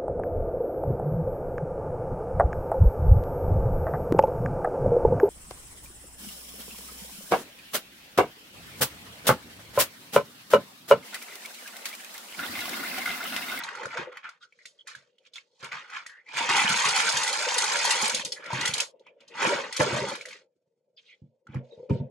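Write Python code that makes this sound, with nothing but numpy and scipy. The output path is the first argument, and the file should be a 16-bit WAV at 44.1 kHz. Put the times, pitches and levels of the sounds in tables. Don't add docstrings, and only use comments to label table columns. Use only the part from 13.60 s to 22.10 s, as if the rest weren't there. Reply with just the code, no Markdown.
import sys
import numpy as np
from scipy import signal
from scipy.fft import rfft, irfft, next_fast_len
from scipy.io import wavfile
from scipy.ndimage import uniform_filter1d

SR = 44100
rng = np.random.default_rng(int(sys.argv[2]) if len(sys.argv) > 2 else 0)


def wav_record(signal):
    frames = np.transpose(np.atleast_2d(signal))
    bounded = np.clip(frames, -1, 1)
    quanta = np.round(bounded * 32767).astype(np.int16)
    wavfile.write(sys.argv[1], SR, quanta)


N = 374850


def amp(db):
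    return 10 ** (np.asarray(db) / 20)


def evened(x):
    return x / np.sqrt(np.mean(x ** 2) + 1e-20)


def peaked(x):
    return x / abs(x).max()


def read(points, hz):
    f, value = np.transpose(points)
    return np.interp(np.log(hz + 1), np.log(f + 1), value)


def curve(rows):
    rows = np.array(sorted(rows))
    return np.interp(np.arange(N) / SR, rows[:, 0], rows[:, 1])


def add(mix, s, sound):
    part = mix[..., round(s * SR):][..., :sound.shape[-1]]
    part += sound[..., :part.shape[-1]]


def body(spectrum, modes=(), size=8192):
    hz = np.abs(np.fft.fftfreq(size, 1 / SR))
    db = read(spectrum, hz)
    for mode_hz, width_hz, mode_db in modes:
        db = db + mode_db / (1 + (2 * (hz - mode_hz) / width_hz) ** 2)
    log_gain = np.log(amp(np.maximum(db, -100)))
    phase = -signal.hilbert(log_gain).imag
    taps = np.fft.ifft(np.exp(log_gain + 1j * phase)).real[:size // 2]
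    return taps / np.linalg.norm(taps)


def drift(fast_s, slow_s):
    x = rng.standard_normal(N)
    for _ in range(2):
        x = uniform_filter1d(x, int(fast_s * SR))
    return evened(x - uniform_filter1d(x, int(slow_s * SR)))


def rattle(level_db, low_hz, high_hz, per_s, spread_db, cycles, clump_db, taps, count=11):
    size = amp(spread_db * np.minimum(rng.exponential(1, N), 4))
    size *= rng.random(N) < per_s / SR
    size = evened(size * amp(clump_db * drift(0.0042, 0.052)))
    size = size * rng.choice([-1., 1.], N) * amp(level_db)
    kind, t, out = rng.integers(0, count, N), np.arange(1500) / SR, np.zeros(N)
    for k, hz in enumerate(np.geomspace(low_hz, high_hz, count)):
        grain = np.exp(-np.pi * hz * t / cycles) * np.cos(2 * np.pi * hz * t)
        grain *= np.sqrt(hz / low_hz) / np.linalg.norm(grain)
        out += signal.oaconvolve(size * (kind == k), grain)[:N]
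    coloured = signal.oaconvolve(out, taps)[:N]
    return coloured * np.std(size) / np.std(coloured)


def murmur(level_db, spectrum, lumpy_db, fast_s):
    noise = signal.oaconvolve(rng.standard_normal(N), body(spectrum))[:N]
    return evened(noise * amp(lumpy_db * drift(fast_s, 0.065))) * amp(level_db)


def resonate(x, hz, width_hz):
    turn = np.exp(2j * np.pi * np.cumsum(hz) / SR)
    r = np.exp(-np.pi * width_hz / SR)
    return 2 * (turn * signal.lfilter([1 - r], [1, -r], x / turn)).real


def steeply(x, hz, width_hz):
    return resonate(resonate(x, hz, width_hz), hz, width_hz)


def brighten(x, level_db):
    top = signal.sosfilt(signal.butter(2, 7000, "high", fs=SR, output="sos"), x)
    top_db = np.clip(0.9 * (level_db + 56.5), -25, 8)
    return x + (amp(top_db) - 1) * top


# time_s, level_db (relative)
STIR_POINTS = [
    [(0.0, -33.5), (0.016, -37), (0.082, -39.5), (0.124, -42), (0.246, -40), (0.274, -49), (0.35, -35.5)],
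    [(0.36, -48), (0.372, -30.5), (0.514, -56), (0.526, -43), (0.546, -50), (0.572, -40), (0.622, -60),
     (0.644, -37.5), (0.78, -68)],
    [(0.79, -92), (0.83, -58), (0.884, -83.5), (1.066, -66), (1.138, -81), (1.21, -74), (1.246, -88.5),
     (1.28, -42.5), (1.5, -76)],
    [(1.51, -79), (1.578, -82), (1.628, -73.5), (1.67, -54.5), (1.71, -87.5), (1.762, -40.5), (1.89, -90),
     (1.99, -75)],
    [(2.0, -59.5), (2.05, -35.5), (2.104, -52), (2.122, -32.5), (2.274, -52), (2.366, -33.5),
     (2.454, -54.5), (2.462, -52.5), (2.64, -70)],
    [(2.65, -68), (2.666, -62), (2.756, -35.5), (2.776, -25.5), (2.802, -29.5), (2.882, -32), (2.894, -21),
     (2.93, -26.5)],
    [(2.94, -23.5), (3.238, -29), (3.256, -24), (3.334, -30), (3.372, -24.5), (3.452, -29), (3.5, -23)],
    [(3.51, -30.5), (3.78, -32.5), (4.346, -28.5), (4.4, -32), (4.462, -27), (4.47, -33), (4.614, -36),
     (4.64, -54)],
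    [(4.65, -39.5), (4.714, -66.5), (4.726, -43.5), (4.75, -56), (4.958, -32), (5.082, -31.5),
     (5.11, -37.5), (5.216, -35.5), (5.34, -88.5)],
    [(5.35, -83), (5.452, -72), (5.472, -56), (5.558, -88), (5.614, -57.5), (5.66, -69), (5.83, -24.5),
     (5.994, -33.5), (6.12, -47.5)],
    [(6.13, -40.5), (6.158, -39.5), (6.166, -30.5), (6.188, -39), (6.202, -23), (6.258, -33.5),
     (6.378, -30.5), (6.422, -36.5), (6.56, -39)],
    [(6.57, -46.5), (6.62, -48.5), (6.648, -60), (6.66, -54.5), (6.736, -46.5), (6.824, -66), (6.896, -107),
     (6.92, -99.5)],
    [(7.3, -107), (7.356, -107), (7.385, -73), (7.438, -69), (7.51, -70), (7.626, -88), (7.8, -106)],
    [(7.81, -107), (7.856, -107), (7.868, -69.5), (7.964, -47), (8.022, -74), (8.14, -71), (8.286, -78),
     (8.298, -47), (8.486, -79.5), (8.5, -89)],
]


def stirring():
    return curve(sum(STIR_POINTS, []))


# start_s, clinks_db, air_db, boom_db (relative to stirring), wall_hz
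GESTURE_STEPS = [(0, -8.5, -4, -18, 1520), (0.449, -18, -10.5, -30, 1460), (.78, 7, -28.5, -15, 1900),
                 (1.25, -1, -17, -41, 1750), (1.5, -2.5, -26, -34, 2800), (1.861, 13, 2, -16, 2480),
                 (2.011, -10, -10.5, -28.5, 1600), (2.65, -1.5, -2.5, -17.5, 2170),
                 (3.1, 3.5, -3, -26, 2100), (3.499, 5, -1, -25.5, 2020), (4.52, 4, -7.5, -10, 2600),
                 (4.759, -13, -7.5, -14.5, 1680), (4.911, -3, -4, -12.5, 1900),
                 (5.03, -3.5, -6.5, -20, 2210), (5.3, -15.5, -7.5, -5.5, 2400),
                 (5.741, -2, -1, -10.5, 1730), (6.12, 0.5, -14, -38, 2300), (6.19, 0, -0.5, -5, 1900),
                 (6.571, -1.5, -17, -12, 2080), (7.299, 1, -22, -16, 2820), (7.8, -15.5, -2.5, 11.5, 1900),
                 (8.031, 1, -11, 3, 2400), (8.28, -11.5, -10, 14, 2120)]
CHANGE_S = 0.023


def gesture(column):
    rows = np.array(GESTURE_STEPS)
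    step = np.searchsorted(rows[:, 0], np.arange(N) / SR) - 1
    return uniform_filter1d(rows[np.clip(step, 0, None), column], int(CHANGE_S * SR))


def woken(stir_db, column, growth):
    return stir_db + gesture(column) + growth * (stir_db + 40)


# pitch_hz, density_db_per_hz
CARD_COLOUR = [(650, -29.5), (1100, -0.5), (1370, -3.5), (1540, -1), (1900, -5.5), (3800, -0.5),
               (4940, -30), (8360, -120)]
# pitch_hz, width_hz, level_db
CARD_RESONANCES = [(1380, 33, 5), (1900, 260, 2.5), (2400, 790, 1.5)]


def wall_rattle(stir_db):
    card = body(CARD_COLOUR, CARD_RESONANCES)
    broad = rattle(stir_db - 6.0, 1100, 3594, per_s=1000, spread_db=-1.0, cycles=6.2,
                   clump_db=0.0, taps=card, count=23)
    broad_db = np.clip(0.3 * (stir_db + 28.0), -22, 3) - 1.0
    narrow = steeply(broad, gesture(column=4), width_hz=2050)
    return amp(broad_db) * broad + amp(3.0) * narrow


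# pitch_hz, density_db_per_hz
TUBE_COLOUR = [(1820, -27.5), (3100, 3.5), (4220, 6.5), (6880, -1), (9170, -8), (10800, -10), (11500, -22),
               (11900, -47.5), (22000, -120)]
# pitch_hz, width_hz, level_db
TUBE_RESONANCES = [(4450, 82, -0.5), (5013, 65, 3.5), (5636, 290, -2), (6400, 180, 2)]


def tube_body():
    return body(TUBE_COLOUR, TUBE_RESONANCES)


def tube_clinks(stir_db, tube):
    clink_db = woken(stir_db, column=1, growth=0.023)
    clinks = rattle(clink_db - 5.5, 3200, 9560, per_s=1800, spread_db=1.0, cycles=6.9,
                    clump_db=1.5, taps=tube, count=23)
    return brighten(clinks, clink_db - 18.5)


# pitch_hz, density_db_per_hz
AIR_COLOUR = [(500, -28.5), (740, -14.5), (890, -7.5), (1050, -14), (1200, -19.5), (1700, -45.5)]


def box_air(stir_db):
    air_db = woken(stir_db, column=2, growth=0.022)
    return rattle(air_db - 3.5, 810, 1100, per_s=500, spread_db=2.0, cycles=1.9,
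                  clump_db=0.5, taps=body(AIR_COLOUR), count=3)


# pitch_hz, density_db_per_hz
BOOM_COLOUR = [(29, -46.5), (50, -46.5), (81, -33), (124, -6), (210, -1), (276, -2), (350, -1.5),
               (460, -49), (770, -120)]


def box_boom(stir_db):
    boom_db = woken(stir_db, column=3, growth=0.076)
    return murmur(boom_db - 5.5, BOOM_COLOUR, lumpy_db=4.0, fast_s=0.03)


# pitch_hz, density_db_per_hz
TONE_COLOUR = [(120, -44), (200, -17), (300, -11.5), (513, 9.5), (622, 5), (770, -13), (901, -9),
               (1100, -31.5), (1430, -61.5), (2420, -120)]
# time_s, level_db (relative)
TONE_POINTS = [
    [(0.0, -69.5), (0.254, -40.5), (0.316, -68.5), (0.378, -45), (0.514, -53), (0.7, -109)],
    [(0.75, -89), (1.104, -72), (1.99, -78), (2.04, -57.5), (2.576, -81), (2.68, -71)],
    [(2.7, -91), (2.77, -48.5), (4.32, -43), (4.9, -54.5), (4.93, -42.5), (5.2, -49.5)],
    [(5.25, -58.5), (5.668, -65), (5.754, -56), (5.826, -35.5), (6.01, -36.5), (6.16, -65.5)],
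    [(6.18, -52.5), (6.214, -19.5), (6.244, -36), (6.376, -36.5), (6.882, -71.5), (6.95, -95)],
    [(7.0, -84), (7.15, -81), (7.924, -73), (7.944, -47), (8.04, -54)],
    [(8.06, -57.5), (8.148, -51.5), (8.278, -56), (8.3, -45.5), (8.362, -43.5), (8.5, -53)],
]


def room_tone():
    level_db = curve(sum(TONE_POINTS, [])) + 0.6
    return murmur(level_db, TONE_COLOUR, lumpy_db=4.0, fast_s=0.033)


# pitch_hz, density_db_per_hz
HUSH_COLOUR = [(24, -72.5), (40, -46), (146, -8.5), (275, -17), (442, -9), (484, 0.5), (567, -16),
               (1120, -35.5), (9000, -38), (11700, -84.5), (19800, -120)]


def hush():
    return murmur(-81.5, HUSH_COLOUR, lumpy_db=3.0, fast_s=0.027)


# start_s, card_db, clink_db (both relative), pitch_hz
KNOCK_EVENTS = [(0.0358, -18, -37.5, 3950), (0.0875, -18.5, -71, 1550), (0.1506, -22.5, -46.5, 1360),
                (0.172, -25.5, -65, 1390), (0.2322, -23, -50, 1550), (0.2549, -15.5, -42, 1450),
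                (0.306, -29, -69, 2130), (0.3725, -13.5, -63.5, 1510), (0.5248, -34, -81, 1080),
                (0.571, -23, -57, 1910), (0.69, -26.5, -51, 1420), (0.9238, -41, -86, 2300),
                (0.9893, -39.5, -85, 1880), (1.0546, -28.5, -43.5, 2080), (1.2717, -28, -42, 1770),
                (1.3498, -26, -46, 1640), (1.583, -43.5, -73, 3000), (1.735, -35, -46, 3540),
                (1.7573, -21.5, -56, 3280), (1.781, -27, -75, 2200), (2.026, -35.5, -47, 1060),
                (2.0413, -26.5, -42, 1010), (2.1194, -23, -60, 2160), (2.174, -32, -67, 1280),
                (2.2993, -29, -52, 1560), (2.333, -48, -51, 1530), (2.4629, -22.5, -42.5, 1820),
                (2.496, -33, -52, 1690), (2.688, -31, -62, 1990), (2.7393, -30.5, -44.5, 870),
                (2.77, -11.5, -57, 2170), (2.809, -16, -53, 930), (2.8915, -19.5, -34, 820),
                (2.9645, -10, -24.5, 920), (3.014, -16, -33, 880), (3.0897, -13.5, -25.5, 1400),
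                (3.137, -17.5, -39, 3000), (3.171, -14.5, -27, 1900), (3.19, -21, -31.5, 3470),
                (3.2527, -15, -32.5, 1130), (3.284, -25.5, -25, 1900), (3.241, -13, -38, 1070),
                (3.3595, -19, -23, 2340), (3.4004, -13.5, -24, 1310), (3.537, -15, -35.5, 1700),
                (3.5672, -13, -23, 1700), (3.631, -17.5, -23, 2500), (3.726, -24, -26.5, 1020),
                (3.788, -17, -35, 4500), (3.824, -14.5, -47, 8000), (3.9194, -17.5, -50, 850),
                (3.943, -9, -44, 6240), (3.9799, -24, -21, 820), (3.675, -14.5, -26, 1900),
                (3.8868, -11.5, -38, 2870), (4.0388, -19, -26.5, 910), (4.1198, -15, -41, 1570),
                (4.13, -11.5, -47.5, 7300), (4.157, -10.5, -50.5, 1700), (4.2487, -13, -22, 824),
                (4.3054, -21.5, -19, 2390), (4.4128, -16.5, -24, 1830), (4.424, -7.5, -32.5, 6500),
                (4.4786, -7.5, -41, 8100), (4.4553, -18, -27, 1920), (4.4954, -12.5, -26, 2530),
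                (4.5443, -23, -20, 3330), (4.596, -17.5, -38, 1850), (4.6474, -31, -27, 5170),
                (4.7035, -42, -49, 4430), (4.7211, -11.5, -28.5, 4900), (4.84, -35, -49, 5000),
                (4.8593, -23.5, -46, 1980), (4.9041, -19, -61, 890), (4.9294, -16, -38.5, 960),
                (5.0092, -17, -27.5, 2520), (5.053, -13, -24.5, 1900), (5.0742, -13.5, -26, 2010),
                (5.1366, -12.5, -23.5, 3380), (5.178, -23, -27, 880), (5.2012, -8.5, -21.5, 2670),
                (5.3954, -47, -72, 3650), (5.466, -41.5, -92, 996), (5.605, -39, -61, 3020),
                (5.678, -43, -50.5, 4520), (5.7554, -33, -62, 950), (5.82, -27, -46.5, 1540),
                (6.125, -26, -31, 1940), (6.165, -17.5, -25.5, 4770), (6.2, -14, -41.5, 970),
                (6.4829, -30, -37, 930), (6.5517, -26, -39, 1550), (6.6105, -22, -44.5, 2200),
                (6.654, -23.5, -40.5, 1840), (6.6842, -31, -43, 1700), (6.71, -29, -49, 2200),
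                (6.728, -28.5, -50, 2180), (6.4955, -20, -41, 1020), (7.944, -30.5, -71, 873),
                (7.869, -36, -85, 1396), (8.2965, -32.5, -67, 1050)]
KNOCK_T60_S, KNOCK_CYCLES = .03, 35
CRACK_DB, CRACK_S = 9, .003
TICK_DB, RING_WIDTH = 5, .09
SNAP_DB, SNAP_S = -8, .001
CLINK_RISE_S, CLINK_T60_S = 0.0022, 0.021
CLINK_TAIL_DB, CLINK_TAIL_S = -13.5, 0.18


def knocks(tube):
    out, t = np.zeros(N), np.arange(5000) / SR
    burst = amp(-60 * t / CLINK_T60_S) + amp(CLINK_TAIL_DB - 60 * t / CLINK_TAIL_S)
    burst *= 1 - np.exp(-(t / CLINK_RISE_S) ** 2)
    short = t[:600]
    for s, card_db, clink_db, hz in KNOCK_EVENTS:
        t60 = np.clip(KNOCK_T60_S + KNOCK_CYCLES / hz, .01, .3)
        fade = amp(-60 * t / t60) * (1 - np.exp(-t / 0.00072))
        fade *= 1 + amp(CRACK_DB) * np.exp(-t / CRACK_S)
        shake = rng.standard_normal((3, len(t)))
        scatter = shake[:2] * amp(1.5 * shake[2]) * [fade, burst]
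        wall = hz * short * np.exp(-np.pi * .35 * hz * short) * np.sin(2 * np.pi * hz * short)
        dull = signal.oaconvolve(scatter[0], np.diff(wall, 2))[:len(t)]
        bright = signal.oaconvolve(scatter[1], tube)[:len(t)]
        bright = brighten(peaked(bright), clink_db - 5.5)
        tick = np.exp(-np.pi * RING_WIDTH * hz * t) * np.sin(2 * np.pi * hz * t)
        tick *= 1 - np.exp(-3 * hz * t)
        snap = signal.oaconvolve(shake[2] * t * np.exp(-t / SNAP_S), tube)[:len(t)]
        cardboard = peaked(dull) + amp(TICK_DB) * tick + amp(SNAP_DB) * peaked(snap)
        add(out, s, amp(card_db - 9.5) * cardboard + amp(clink_db + 9.0) * bright)
    return out


# start_s, level_db (relative), pitch_hz
HOLLOW_EVENTS = [(0.232, -33.5, 428), (0.395, -29, 338), (0.484, -33.5, 498), (3.045, -24.5, 200),
                 (3.105, -26.5, 200), (3.15, -31.5, 211), (4.43, -28, 222), (5.821, -27, 510),
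                 (5.872, -22, 340), (5.988, -25, 550), (6.195, -15, 314), (6.211, -15.5, 502),
                 (6.221, -14, 600), (6.264, -19.5, 404), (6.326, -25, 340), (6.365, -18, 614),
                 (6.384, -17.5, 605), (6.435, -20, 555), (6.514, -24, 564), (8.121, -33.5, 477),
                 (8.196, -33, 484), (8.229, -31.5, 508), (8.297, -19, 418), (8.312, -18, 250),
                 (8.41, -23.5, 245)]
HOLLOW_T60_S, HOLLOW_RISE_S = 0.079, 0.0022


def hollow_knocks():
    out, t = np.zeros(N), np.arange(6000) / SR
    ratios = rng.uniform(0.78, .85, len(HOLLOW_EVENTS))
    for (s, db, hz), ratio in zip(HOLLOW_EVENTS, ratios):
        pair = np.sin(2 * np.pi * hz * t) + 0.29 * np.sin(2 * np.pi * hz * ratio * t)
        ring = pair * amp(-60 * t / HOLLOW_T60_S) * (1 - np.exp(-t / HOLLOW_RISE_S))
        add(out, s, amp(db - 5.5) * peaked(ring))
    return out


# pitch_hz (before detuning), level_db, t60_s (before averaging)
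COUNTER_MODES = [(98.2, -9, 0.14), (122.4, -4.5, 0.28), (142.7, 1.5, 0.15), (182.2, -2.5, 0.099),
                 (227.8, -12, 0.48), (295, -14, 0.13), (382.2, 3, 0.089), (492.3, -4.5, 0.032),
                 (620, -18.5, 0.025), (874, -4.5, 0.015)]
# time_s, low_modes_db, upper_modes_db (before the soft onset)
BLOWS = [(0.254, -38, -46.5), (0.386, -34.5, -29), (1.363, -51, -80), (2.028, -39.5, -41),
         (2.134, -43.5, -73), (2.901, -39.5, -29), (3.099, -27, -47), (3.258, -31, -34.5),
         (3.54, -32.5, -52), (4.424, -37.5, -28.5), (4.644, -42, -55.5), (4.93, -22.5, -32.5),
         (5.019, -32, -37), (5.09, -27, -50.5), (5.821, -49.5, -24.5), (5.899, -47, -18),
         (6.2, -15.5, -24.5), (6.271, -31.5, -33.5), (6.327, -19.5, -30), (6.417, -23.5, -22),
         (7.619, -33, -59), (7.891, -30.5, -69), (7.953, -15.5, -59), (8.176, -42, -74), (8.306, -5, -15.5),
         (8.362, -30.5, -29), (8.401, -16, -30.5)]
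THUMP_T60_S = 0.17


def thumps():
    out, t = np.zeros(N), np.arange(10000) / SR
    for s, low_db, upper_db in BLOWS:
        detune = rng.uniform(0.92, 1.08, len(COUNTER_MODES))
        low, high = np.zeros((2, len(t)))
        for (hz, mode_db, mode_t60), d in zip(COUNTER_MODES, detune):
            t60 = np.sqrt(THUMP_T60_S * np.clip(mode_t60, .04, .4))
            ring = amp(mode_db - 60 * t / t60) * np.sin(2 * np.pi * hz * d * t)
            add(high if hz > 330 else low, 0, ring)
        blow = amp(low_db) * peaked(low) + amp(upper_db) * peaked(high)
        add(out, s - .001, blow * (1 - np.exp(-t / 0.0032)))
    return out


# start_s, length_s, first_hz, last_hz, width_hz (before widening), level_db (before fades)
RUB_EVENTS = [(0.802, 0.065, 1380, 1470, 300, -53.5), (0.985, 0.047, 2000, 2060, 400, -59),
              (1.183, 0.043, 3230, 3200, 300, -53), (0.804, 0.05, 3730, 2980, 700, -58),
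              (2.468, 0.11, 1840, 1570, 400, -50.5), (2.549, 0.081, 1580, 2060, 600, -55.5),
              (2.654, 0.081, 2000, 2640, 500, -48.5), (4.753, 0.038, 1900, 1690, 600, -43),
              (4.816, 0.062, 1410, 2030, 600, -43.5), (5.457, 0.043, 2260, 2400, 700, -56.5),
              (7.367, 0.04, 3500, 2780, 1600, -53), (7.361, 0.031, 4940, 4640, 700, -62),
              (7.475, 0.082, 2410, 2050, 504, -56), (7.436, 0.13, 3480, 2930, 1500, -60.5),
              (8.102, 0.053, 3850, 3770, 200, -58), (8.31, 0.05, 8000, 7700, 704, -68),
              (8.311, 0.11, 4440, 2590, 2500, -62.5)]


def rubs():
    out = np.zeros(N)
    for s, length, first_hz, last_hz, width_hz, db in RUB_EVENTS:
        hz = np.linspace(first_hz, last_hz, round(length * SR))
        noise, strength = rng.standard_normal((2, len(hz)))
        slips = noise * amp(3.5 * strength)
        tone = steeply(steeply(slips, hz, 1.24 * width_hz), hz, 1.4 * width_hz)
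        add(out, s, amp(db) * evened(tone) * signal.windows.tukey(len(hz), .6))
    return out


# pitch_hz, share_of_power
DIRECT_SHARE = [(60, .99), (160, .97), (350, .88), (700, .62), (2000, .57), (5000, .36), (9000, .6)]
# pitch_hz, left_lead_rad
PORT_LEAD = [(50, 0), (200, -.2), (400, -.7), (780, 1.), (1600, .2), (6500, .6), (8200, -2.4),
             (10000, -3.6), (11500, -5.5)]
# pitch_hz, t60_s
ROOM_DECAY = [(100, 0.14), (500, 0.3), (2000, 0.11), (8000, 0.064)]
NEAR_DB, NEAR_S = 16, .014
PATTERN_S = .05


def kitchen(direct, count=7):
    size, span = next_fast_len(N + SR), SR // 4
    hz = np.fft.rfftfreq(size, 1 / SR)
    share = np.clip(read(DIRECT_SHARE, hz), .05, .995)
    ports = np.exp(.5j * read(PORT_LEAD, hz) * np.array([[1], [-1]]))
    out = rfft(direct, size) * np.sqrt(share) * ports
    place = np.arange(N) / SR / PATTERN_S
    for k in range(count):
        taps = np.zeros((2, span))
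        at = np.arange(40, span - 20, 20)
        at = at + rng.integers(0, 20, (2, len(at)))
        np.put_along_axis(taps, at, rng.choice([-1., 1.], at.shape), 1)
        taps *= 1 + amp(NEAR_DB - 60 * np.arange(span) / SR / NEAR_S)
        f, t, z = signal.stft(taps, SR, nperseg=256)
        z = z * amp(-60 * t / read(ROOM_DECAY, f)[:, None])
        tail = rfft(signal.istft(z, SR, nperseg=256)[1], size)
        tail /= np.sqrt(uniform_filter1d(abs(tail) ** 2, size=size // 100))
        away = abs((place - k + count / 2) % count - count / 2)
        fed = direct * np.cos(np.pi / 2 * np.minimum(away, 1))
        out += rfft(fed, size) * np.sqrt(1 - share) * tail
    return irfft(out, size)[:, :N]


# time_s, left_over_right_db
HAND_PAN = [(0.0, -0.5), (0.95, -0.5), (1.6, -1.5), (2.2, -0.5), (8.5, 0)]


def panned(stereo):
    return stereo * amp(curve(HAND_PAN) / 2 * np.array([[1], [-1]]))


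def scene():
    tube, stir_db = tube_body(), stirring()
    mix = wall_rattle(stir_db) + tube_clinks(stir_db, tube) + box_air(stir_db) + box_boom(stir_db)
    mix += room_tone() + hush()
    mix += knocks(tube) + hollow_knocks() + thumps() + rubs()
    return panned(kitchen(mix))


def record(dry):
    thin = signal.sosfilt(signal.butter(4, 70, "high", fs=SR, output="sos"), dry)
    band = signal.firwin(511, 12000, window=("kaiser", 9), fs=SR)
    return signal.oaconvolve(thin, band[None], "same")


dry = scene()
out = record(dry)
wav_record(out)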